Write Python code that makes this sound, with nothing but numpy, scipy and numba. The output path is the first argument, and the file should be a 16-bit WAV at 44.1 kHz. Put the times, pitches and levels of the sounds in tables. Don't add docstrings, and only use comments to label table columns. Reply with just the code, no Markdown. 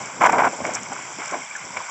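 import sys
import numpy as np
from scipy import signal
from scipy.fft import rfft, irfft
from scipy.io import wavfile
from numba import njit

SR = 44100
rng = np.random.default_rng(int(sys.argv[2]) if len(sys.argv) > 2 else 0)


def wrap_up_sound(samples):
    columns = np.atleast_2d(samples).T
    tamed = np.clip(columns, -1, 1)
    steps = np.round(tamed * 32767).astype(np.int16)
    wavfile.write(sys.argv[1], SR, steps)


N = 83790


def undb(db):
    return 10 ** (np.asarray(db) / 20)


def unit(x):
    return x / np.sqrt(np.mean(x ** 2))


def curve(table, column):
    rows = np.array(table)
    return np.interp(np.arange(N) / SR, rows[:, 0], rows[:, column])


def case_db(hz):
    # (f/Hz, level/dB)
    case_response = [(30, -42), (60, -14.5), (110, -12), (240, -2), (370, -4.5), (700, -1), (1010, 1),
                     (1280, -6), (1500, -2.5), (1830, -11.5), (2250, -2), (2650, -13.5), (3300, -16.5),
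                     (4200, -30), (5000, -17), (5900, -11), (6500, -18.5), (7400, -5.5), (8000, -14),
                     (10500, -13)]
    f, level = np.array(case_response).T
    return np.interp(np.log(np.maximum(hz, 1)), np.log(f), level)


def case(x):
    size = 4096
    half = size // 2
    log_gain = case_db(np.arange(half + 1) * SR / size) * np.log(10) / 20
    cepstrum = irfft(log_gain)
    cepstrum[1:half] *= 2
    cepstrum[half + 1:] = 0
    ringing = irfft(np.exp(rfft(cepstrum)))[:half]
    return signal.fftconvolve(x, ringing)[:N]


def band(x, hz, octaves):
    edges = np.clip(hz * 2. ** np.array([-octaves, octaves]), 20, SR / 2.2)
    return signal.sosfilt(signal.butter(2, edges, "bandpass", fs=SR, output="sos"), x)


@njit
def bubbles(n, start, step, cycles, size, rise):
    out = np.zeros(n)
    for k in range(len(start)):
        phase, i = 0., int(start[k])
        while phase < 3 * cycles[k] and i < n:
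            u = 3 * phase / cycles[k]
            swell = u * np.exp(1 - u)
            out[i] += size[k] * swell * np.sin(2 * np.pi * phase)
            phase += step[k] * (1 + rise * phase)
            i += 1
    return out


def cloud(count, hz, octaves, cycles, scatter_db, rise, wash_db):
    start = rng.random(count) * N
    pitch_bell, length_bell, size_bell = np.clip(rng.standard_normal((3, count)), -2, 2)
    pitch = np.minimum(hz * 2 ** (octaves * pitch_bell), SR / 5)
    lengths = cycles * 1.6 ** length_bell
    sizes = undb(scatter_db * size_bell)
    pops = bubbles(N, start, pitch / SR, lengths, sizes, rise)
    wash = band(rng.standard_normal(N), hz, 1.39 * octaves)
    return unit(case(unit(pops) + undb(wash_db) * unit(wash)))


def churn():
    # (t/s, big bubbles level/dB, middle bubbles level/dB, small bubbles level/dB)
    churn_levels = [(0.0, -40, -38, -39), (0.01, -37, -37, -37.5), (0.104, -51, -36.5, -37.5),
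                    (0.132, -45, -44, -39), (0.184, -40, -36.5, -41.5), (0.2, -33, -41, -45),
                    (0.21, -29.5, -22, -26), (0.216, -28, -15.5, -27.5), (0.268, -33, -13, -20),
                    (0.284, -23, -31, -41), (0.296, -34, -12, -21.5), (0.312, -29, -30.5, -35.5),
                    (0.332, -29, -18, -30), (0.374, -27.5, -22.5, -38.5), (0.386, -27, -21, -22.5),
                    (0.412, -31.5, -17.5, -34.5), (0.428, -25, -29, -34), (0.448, -27.5, -16.5, -22),
                    (0.464, -30.5, -19.5, -39.5), (0.476, -22.5, -20, -28.5), (0.492, -32, -38, -38),
                    (0.544, -38, -35, -39), (0.566, -40, -41, -41.5), (0.608, -34, -36, -39),
                    (0.634, -36.5, -34.5, -43.5), (0.65, -36, -28.5, -31), (0.666, -30.5, -33, -34),
                    (0.734, -36.5, -38, -36), (0.772, -44, -38, -31.5), (0.814, -40, -47.5, -40),
                    (0.862, -47, -40.5, -37.5), (0.882, -43, -44.5, -44), (0.92, -38, -37, -37.5),
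                    (1.026, -44.5, -49, -37), (1.11, -46, -39.5, -40.5), (1.168, -52, -49.5, -39),
                    (1.19, -36, -36, -37), (1.216, -44.5, -38.5, -33.5), (1.296, -67, -40.5, -35.5),
                    (1.322, -34.5, -38.5, -35.5), (1.344, -33.5, -27, -32.5), (1.36, -35.5, -35, -36.5),
                    (1.47, -60.5, -48.5, -39), (1.614, -52.5, -47, -37), (1.63, -50.5, -51.5, -36.5),
                    (1.66, -39.5, -42, -41.5), (1.688, -50, -49, -42.5), (1.762, -42.5, -38.5, -39),
                    (1.772, -37, -32, -24.5), (1.782, -38.5, -37, -36.5), (1.868, -62, -43.5, -38),
                    (1.9, -69, -34.5, -38.5)]
    # (t/s, level/dB)
    hiss_levels = [(0.0, -36), (0.11, -40.5), (0.538, -37.5), (0.888, -40), (1.21, -37), (1.566, -40.5),
                   (1.9, -38)]
    big = cloud(500, hz=333, octaves=0.83, cycles=4., scatter_db=0.5, rise=0.36, wash_db=-1)
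    middle = cloud(900, hz=863, octaves=0.49, cycles=3.5, scatter_db=2, rise=0.21, wash_db=-2)
    small = cloud(2000, hz=1998.5, octaves=0.57, cycles=6.5, scatter_db=1.5, rise=0.43, wash_db=0.5)
    mist = cloud(6000, hz=6200, octaves=0.48, cycles=6.5, scatter_db=0.5, rise=0.0, wash_db=-5)
    out = undb(curve(churn_levels, 1)) * big
    out += undb(curve(churn_levels, 2)) * middle
    out += undb(curve(churn_levels, 3)) * small
    out += undb(curve(hiss_levels, 1)) * mist
    return out


def slosh():
    # (t/s, level/dB)
    slosh_levels = [(0.0, -46), (0.132, -55), (0.164, -48.5), (0.46, -44), (0.576, -58), (0.592, -44),
                    (1.0, -52), (1.02, -57), (1.354, -52.5), (1.566, -69), (1.608, -52.5), (1.788, -51),
                    (1.836, -67), (1.9, -59)]
    rumble = band(rng.standard_normal(N), hz=120.5, octaves=0.49)
    return undb(curve(slosh_levels, 1)) * unit(case(rumble))


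def plops():
    # (t/s, peak level/dB, starting pitch f/Hz, length/s)
    plop_list = [(0.034, -31.5, 990, 0.0059), (0.096, -26, 965, 0.0073), (0.21, -15, 1025, 0.011),
                 (0.226, -10, 822, 0.0061), (0.235, -6, 934, 0.0065), (0.241, -8, 1020, 0.0029),
                 (0.253, -12, 1050, 0.0065), (0.26, -12, 1044, 0.0065), (0.27, -14, 1150, 0.0046),
                 (0.294, -34, 760, 0.0029), (0.331, -11.5, 690, 0.0049), (0.382, -14, 496, 0.0077),
                 (0.393, -10, 634, 0.0032), (0.405, -13.5, 970, 0.0042), (0.421, -9, 821, 0.0052),
                 (0.436, -20, 1270, 0.0097), (0.448, -10, 1020, 0.0046), (0.459, -10, 753, 0.0039),
                 (0.474, -15, 666, 0.0046), (0.531, -23.5, 550, 0.0053), (0.604, -22, 575, 0.0042),
                 (0.645, -21, 603, 0.0065), (0.65, -26, 796, 0.0059), (0.668, -25, 630, 0.0059),
                 (0.69, -19, 630, 0.0058), (0.766, -33, 1150, 0.014), (0.861, -33.5, 2090, 0.005),
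                 (0.919, -23.5, 725, 0.0069), (0.989, -30, 1000, 0.0075), (1.187, -26, 298, 0.0035),
                 (1.219, -25.5, 1426, 0.0065), (1.322, -24.5, 527, 0.0043), (1.33, -22.5, 1040, 0.0061),
                 (1.34, -22, 700, 0.0052), (1.343, -17, 640, 0.0051), (1.369, -31, 657, 0.0086),
                 (1.419, -28.5, 2140, 0.0047), (1.509, -26, 2300, 0.011), (1.552, -24, 1660, 0.0087),
                 (1.561, -25.5, 1500, 0.0065), (1.627, -35, 2090, 0.0073), (1.704, -31.5, 940, 0.0065),
                 (1.769, -19.5, 2236, 0.0044), (1.802, -23, 987, 0.006), (1.812, -25, 886, 0.006),
                 (1.889, -27, 1005, 0.0076)]
    rise_hz_per_s = 9500
    out = np.zeros(N)
    for start, db, hz, length in plop_list:
        cycles = max(hz * length, 1)
        size = undb(db - case_db(hz))
        rise = rise_hz_per_s / hz ** 2
        out += bubbles(N, np.array([start * SR]), np.array([hz / SR]), np.array([float(cycles)]),
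                       np.array([float(size)]), rise)
    return case(out)


def spray():
    # (t/s, level/dB of twice the burst's peak, length/s of twice its rise)
    drops = [(0.0566, -23.5, 0.0026), (0.213, -37, 0.0035), (0.2344, -27, 0.0024), (0.26, -23, 0.004),
             (0.262, -34, 0.0034), (0.297, -29, 0.0027), (0.3214, -20, 0.0034), (0.665, -26.5, 0.004),
             (0.735, -21, 0.0045), (0.7438, -19, 0.004), (0.7489, -15, 0.0056), (0.83, -24, 0.0036),
             (0.9138, -30, 0.0032), (0.9307, -26, 0.0042), (1.2565, -23, 0.0027), (1.277, -23.5, 0.0048),
             (1.31, -24, 0.0027), (1.562, -26.5, 0.0061), (1.649, -30.5, 0.0055), (1.7694, -31, 0.0054),
             (1.821, -30, 0.0029)]
    hz, width_hz = 6250, 3560
    t, shape = np.arange(N) / SR, np.zeros(N)
    for start, db, length in drops:
        u = np.maximum(t - start, 0) / max(length, 1e-4) * 2
        shape += undb(db) * u * np.exp(1 - u) / 2
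    hiss = band(rng.standard_normal(N), hz, width_hz / hz / 2)
    return shape * unit(case(hiss))


def slaps():
    # (t/s, peak level/dB, pitch f/Hz)
    slap_list = [(0.2111, -11, 1340), (0.2189, -7, 2230), (0.2347, -12, 1240), (0.2424, -0.5, 2320),
                 (0.253, -7, 2340), (0.257, -15, 1570), (0.2612, -9, 1600), (0.2707, -4.5, 1690),
                 (0.2943, -14.5, 1360), (0.2956, -20, 1580), (0.3287, -11, 1520), (0.344, -23, 1400),
                 (0.352, -19, 1400), (0.3614, -26, 1300), (0.3834, -7, 1390), (0.3923, -7, 1550),
                 (0.406, -7, 2270), (0.4198, -11, 1670), (0.435, -8, 1310), (0.4445, -10, 1460),
                 (0.4524, -22, 1500), (0.4684, -11.5, 1500), (0.475, -14, 1370), (0.6434, -28, 1420),
                 (0.6522, -10, 2030), (0.6714, -21, 2050), (0.766, -22.5, 1700), (0.9258, -22, 1460),
                 (0.9649, -21, 1360), (1.2187, -17.5, 1430), (1.3314, -30, 2290), (1.341, -19, 1410),
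                 (1.343, -18.5, 1590), (1.7704, -17, 2250)]
    t, db, hz = np.array(slap_list, float).T
    cycles = np.full(len(t), 1.55)
    return case(bubbles(N, t * SR, hz / SR, cycles, undb(db - case_db(hz)), 0.))


def scene():
    return (churn() + slosh() + plops() + spray() + slaps())[None]


def record(dry):
    case_top_hz, bass_cut_hz, top_hz = 7970, 30, 15750
    leak_db, bend_db, crackle_db, self_noise_db = -26.5, -15, -34, -74.5
    dull = signal.sosfilt(signal.ellip(10, .5, 60, case_top_hz, fs=SR, output="sos"), dry)
    dull = dull + undb(leak_db) * dry
    dull = signal.sosfilt(signal.butter(2, bass_cut_hz, "highpass", fs=SR, output="sos"), dull)
    bend = undb(bend_db) * dull ** 2
    crackle = undb(crackle_db) * np.abs(dull) ** 1.45 * rng.standard_normal(dry.shape)
    treble = signal.butter(2, case_top_hz, "highpass", fs=SR, output="sos")
    overload = signal.sosfilt(treble, bend + crackle)
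    self_noise = undb(self_noise_db) * rng.standard_normal(dry.shape)
    steep_cut = signal.ellip(12, .2, 80, top_hz, fs=SR, output="sos")
    return signal.sosfilt(steep_cut, dull + overload + self_noise)


dry = scene()
out = record(dry)
wrap_up_sound(out)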